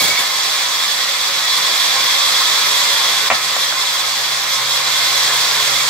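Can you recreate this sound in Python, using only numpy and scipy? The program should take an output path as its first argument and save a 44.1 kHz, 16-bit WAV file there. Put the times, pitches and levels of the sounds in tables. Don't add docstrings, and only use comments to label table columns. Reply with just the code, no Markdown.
import sys
import numpy as np
from scipy import signal
from scipy.io import wavfile
from scipy.ndimage import uniform_filter1d

SR = 44100
rng = np.random.default_rng(int(sys.argv[2]) if len(sys.argv) > 2 else 0)


def pcm_store(signal):
    levels = np.round(np.clip(np.atleast_2d(signal), -1, 1) * 32767)
    wavfile.write(sys.argv[1], SR, levels.astype(np.int16).T)


N = 259749
SIDES = np.array([[1], [-1]])


def from_db(db):
    return 10 ** (np.asarray(db) / 20)


def rms_one(x):
    return x / np.sqrt(np.mean(x ** 2) + 1e-20)


def in_time(rows):
    seconds, *columns = np.transpose(rows)
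    return [np.interp(np.arange(N) / SR, seconds, column) for column in columns]


def at_hz(points, hz):
    table_hz, values = np.array(points).T
    return np.interp(np.log(hz), np.log(table_hz), values)


def band_filter(x, order, cutoff_hz, kind):
    return signal.sosfilt(signal.butter(order, cutoff_hz, kind, fs=SR, output="sos"), x)


def drift(rate_hz):
    step = 40
    r = np.exp(-2 * np.pi * rate_hz * step / SR)
    white = rng.standard_normal(N // step + 2002)
    slow = signal.lfilter([1], [1, -2 * r, r * r], white)[2000:]
    return np.interp(np.arange(N) / step, np.arange(len(slow)), rms_one(slow))


def two_pole(x, hz, r, zeros):
    return signal.lfilter(zeros, [1, -2 * r * np.cos(2 * np.pi * hz / SR), r * r], x)


def resonate(x, hz, width_hz):
    r = np.exp(-np.pi * width_hz / SR)
    return two_pole(x, hz, r, [1 - r, 0, r - 1])


def strike(at, level_db, hz, t60):
    clicks = np.full(N, 1e-18)
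    clicks[at] = from_db(level_db)
    return two_pole(clicks, hz, from_db(-60 / (t60 * SR)), [.5, 0, -.5])


def swell(start, hold, level_db, rise, fall_db_s):
    t = np.arange(N) / SR - start
    fall_db = fall_db_s * np.maximum(t - rise - hold, 0)
    return np.clip(t / rise, 0, 1) * from_db(level_db - fall_db)


# [f/Hz, likeness 0 to 1]
PORT_LIKENESS = [(30, 1), (110, 1), (300, 1), (520, 0.85), (900, 0.73), (1150, 0.52), (1900, 0.31),
                 (2800, 0.26), (4000, 0.48), (7000, 0.13), (15000, 0.097)]
# [f/Hz, left minus right level/dB]
PORT_BALANCE = [(60, -6), (110, 3), (200, -2.5), (380, -0.5), (700, -1.5), (1290, 1.5), (2380, -3),
                (4400, -3.5), (8120, -3), (15000, 2)]


def spread(shared_own, hz, nearness=0):
    alike = np.clip(at_hz(PORT_LIKENESS, hz) - nearness, 0, 1)
    shared, own = shared_own
    pair = np.sqrt(1 + alike) * shared + np.sqrt(1 - alike) * own * SIDES
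    return pair * from_db(at_hz(PORT_BALANCE, hz) / 2 * SIDES) / np.sqrt(2)


def banded_noise(spectrum, wobble_db, patchy_db, bright_db, nearness=0):
    out = 0
    edges = 25 * 2 ** (np.arange(29) / 3)
    white = rng.standard_normal((2, 2, N))
    for k, (low, high) in enumerate(zip(edges, edges[1:])):
        band = band_filter(white[k % 2], 2, [low, high], "band")
        hz = np.sqrt(low * high)
        treble = np.clip(np.log2(hz / 1000) / 3, 0, 1)
        level_db = at_hz(spectrum, hz) + treble * (wobble_db + bright_db) + patchy_db * drift(17.0)
        out = out + from_db(level_db) * spread(band, hz, nearness)
    return rms_one(out)


def ringing(modes, wobble_db, patchy_db, rate_hz, order):
    white, out = rng.standard_normal((3, 2, N)), 0
    for k, (hz, width_hz, level_db) in enumerate(modes):
        rung = white[k % 3]
        for _ in range(order):
            rung = resonate(rung, hz, width_hz)
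        moving_db = level_db + wobble_db + patchy_db * drift(rate_hz)
        out = out + from_db(moving_db) * spread(rms_one(rung), hz)
    return out


def shed(x, t60=0.19):
    t = np.arange(SR // 2) / SR
    tail = rng.standard_normal((2, len(t))) * from_db(-60 * t / t60) * (t > .004)
    return signal.fftconvolve(x[None], band_filter(tail, 2, 900, "high"), axes=1)[:, :N]


# [t/s, level/dB]
HUM_LEVEL = [(0, -58), (1, -61.5), (2.5, -51), (3.5, -54.5), (5, -46.5), (5.89, -46.5)]
HUM_HZ = 132


def hum():
    level_db, = in_time(HUM_LEVEL)
    pitch_hz = HUM_HZ + 0.87 * drift(1.46)
    phase = 2 * np.pi * np.cumsum(pitch_hz) / SR + np.array([[0], [.1]])
    return np.sqrt(2) * from_db(level_db + 1.5 * drift(6.0)) * np.sin(phase)


# [t/s, ring level/dB, crack level/dB, dull thud level/dB]
TABLE_KNOCKS = [(3.302, -1, 4, -40), (3.31, -9, -20, -40), (3.314, -3, -20, -30), (3.323, -10, -18, -42),
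                (3.336, -38, -26, -31), (3.565, -16, -30, -55), (3.724, -28, -9, -55)]
# [f/Hz, level/dB, t60/s]
BLOCK_MODES = [(237, -14, .1), (570, -13, .07), (650, -6, .045), (727, -4, .045), (860, -10, .03),
               (1000, -6, .025), (1150, -9, .03), (1303, -6, .05), (1600, -8, .025), (1850, -2, .022),
               (2050, -3, .02), (2326, -5, .028), (2584, -4, .022)]
CRACK_T60_S = 0.019
THUD_HZ, THUD_T60_S = 106, 0.079
DULLING = 0.17


def knocks():
    seconds, peak_db, crack_db, thud_db = np.transpose(TABLE_KNOCKS)
    at = (seconds * SR).astype(int)
    luck_db = 1.5 * rng.standard_normal((len(at), len(BLOCK_MODES)))

    clicks = np.full(N, 1e-18)
    clicks[at] = from_db(crack_db)
    decay = signal.lfilter([1], [1, -from_db(-60 / (CRACK_T60_S * SR))], clicks)
    crack = band_filter(decay * rng.standard_normal(N), 3, [550, 2650], "band")

    rings = 0
    for k, (hz, level_db, t60) in enumerate(BLOCK_MODES):
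        tilt_db = DULLING * (peak_db - peak_db.max()) * np.log2(hz / 700)
        rings = rings + strike(at, peak_db + level_db + luck_db[:, k] + tilt_db, hz, t60)

    clack = band_filter(2 * crack + rings, 2, [480, 3000], "band")
    thud = signal.lfilter([.05], [1, -.95], strike(at, thud_db, THUD_HZ, THUD_T60_S))
    return clack + thud


# [start t/s, hold/s, f/Hz, level/dB]
BLADE_SQUEALS = [(-.005, 0.016, 2240, -17), (0.026, 0.018, 3340, -18.5), (.045, 0.023, 2245, -23),
                 (0.074, .012, 3330, -26), (0.099, 0.019, 2246, -18), (.17, 0.01, 2230, -18),
                 (0.184, .01, 3540, -21)]
# [start t/s, hold/s, level/dB]
TABLE_SHOVES = [(-.01, 0.028, -15), (0.03, 0.014, -21), (0.07, 0.0089, -16), (0.11, .01, -31),
                (0.18, 0.018, -23.5)]
# [f/Hz, level/dB per Hz]
SCRAPE_COLOUR = [(18, -59), (30, -11), (552, -1), (1970, -14), (2250, -1), (2560, -48), (3410, -3),
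                 (15000, -8.5)]
SQUEAL_RISE_S, SQUEAL_FALL_DB_S = 0.0041, 700
SHOVE_RISE_S, SHOVE_FALL_DB_S = 0.0096, 500


def offcut():
    waver_hz, squeal = 6 * drift(40.0), 0
    for start, hold, hz, level_db in BLADE_SQUEALS:
        phase = 2 * np.pi * np.cumsum(hz + waver_hz) / SR
        tone = np.sin(phase) + 0.5 * np.sin(2 * phase) + 0.16 * np.sin(3 * phase)
        squeal = squeal + swell(start, hold, level_db, SQUEAL_RISE_S, SQUEAL_FALL_DB_S) * tone
    shove = sum(swell(*row, SHOVE_RISE_S, SHOVE_FALL_DB_S) for row in TABLE_SHOVES)
    scrape = banded_noise(SCRAPE_COLOUR, 0, patchy_db=2.5, bright_db=-2.5, nearness=1.0)
    return np.sqrt(2) * squeal + shove * scrape


# [t/s, level/dB]
SAW_LEVEL = [(0, -17), (.3, -21), (1.2, -21), (1.9, -17.5), (2.6, -16.5), (3.27, -18.5), (3.36, -20.5),
             (4.3, -21.5), (4.7, -20.5), (5.2, -17), (5.89, -18)]
# [f/Hz, level/dB per Hz]
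RATTLE_COLOUR = [(25, -77), (90, -21), (160, -12.5), (330, -21.5), (600, -11), (1200, -2), (2200, -9.5),
                 (2950, -5), (4200, -2), (5600, -6.5), (7800, -9), (9600, -21), (12200, -14.5),
                 (15600, -23.5)]
# [f/Hz, width/Hz, level/dB]
HOUSING_MODES = [(1060, 234, -14.5), (2030, 490, -15), (3300, 69, -10.5), (3461, 183, -8),
                 (3694, 230, -10.5), (3940, 110, -11.5), (4153, 140, -14), (4500, 610, -10),
                 (5250, 950, -11)]
# [t/s, added level/dB]
HOUSING_RING = [(0, 0.5), (2, 3.5), (3.5, 2), (5.89, 0.5)]
BAND_PITCHES = [345, 390, 430, 500, 559, 630, 700, 730, 795, 905, 985, 1073, 1165, 1275, 1390, 1507, 1625,
                1710, 1799, 1919, 2020, 2096, 2229, 2290, 2358, 2460, 2560]
# [width/Hz, level/dB]
BAND_SHAPES = [(10.8, -35.5), (9.2593, -36.5), (10, -29.5), (7.7, -27), (25, -21), (18, -28),
               (11.111, -23.5), (12.96, -33), (14, -20.5), (12.963, -21.5), (7.2, -16.5), (23.7, -13.5),
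               (14, -18.5), (9.3, -17), (13, -18.5), (11, -19.5), (20.37, -18), (19.44, -15.5), (39, -15),
               (10, -14.5), (25, -17), (32, -11.5), (18.519, -20), (18, -16), (9.8, -16.5), (43, -18.5),
               (19, -21.5)]
WHEEL_HZ = 11.1
BRIGHT_DB = 7.5


def saw():
    level_db, = in_time(SAW_LEVEL)
    ring_db, = in_time(HOUSING_RING)
    turn = np.sin(2 * np.pi * WHEEL_HZ * np.arange(N) / SR + .5)
    wobble_db = 0.32 * turn + 0.74 * drift(7.8) + 0.25 * drift(30.0)
    rattle = from_db(1.5) * banded_noise(RATTLE_COLOUR, wobble_db, patchy_db=1.0, bright_db=BRIGHT_DB)
    housing_db = ring_db + 1.53 * wobble_db
    housing = ringing(HOUSING_MODES, housing_db, patchy_db=0.8, rate_hz=7.6, order=2)
    band_modes = np.c_[BAND_PITCHES, BAND_SHAPES]
    band = ringing(band_modes, 0, patchy_db=1.14, rate_hz=7.3, order=1)
    return from_db(level_db) * (rattle + housing + band)


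# [t/s, left minus right level/dB]
MICROPHONE_TURN = [(0, .5), (3.8, .5), (5.89, 0)]
RIGHT_LAG, BLOCK_LAG = 2, -3


def scene():
    wood = knocks()
    turn_db, = in_time(MICROPHONE_TURN)
    turned_saw = saw() * from_db(turn_db / 2 * SIDES)
    left, right = from_db(-32) * shed(wood) + hum() + offcut() + turned_saw
    return np.array([left + wood, np.roll(right, RIGHT_LAG) + np.roll(wood, BLOCK_LAG)])


LIMIT_DB, RELEASE_DB_S, LOOK_AHEAD_S = -14, 200, .010
SQUEEZE = .55
RUMBLE_CUT_HZ, CUTOFF_HZ = 45, 15640


def record(dry):
    power = uniform_filter1d(np.mean(dry ** 2, axis=0), size=440)
    loud_db = 10 * np.log10(power + 1e-12)
    fall_db = RELEASE_DB_S * np.arange(N) / SR
    held_db = np.maximum.accumulate(loud_db + fall_db) - fall_db
    cut_db = SQUEEZE * uniform_filter1d(np.maximum(held_db - LIMIT_DB, 0), size=300)
    early_cut_db = np.interp(np.arange(N) + LOOK_AHEAD_S * SR, np.arange(N), cut_db)
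    ducked = dry * from_db(-early_cut_db)
    rounded = 1.1 * np.tanh(ducked / 1.1)
    clean = band_filter(rounded, 2, RUMBLE_CUT_HZ, "high")
    return signal.sosfilt(signal.ellip(14, .3, 80, CUTOFF_HZ, fs=SR, output="sos"), clean)


dry = scene()
out = record(dry)
pcm_store(out)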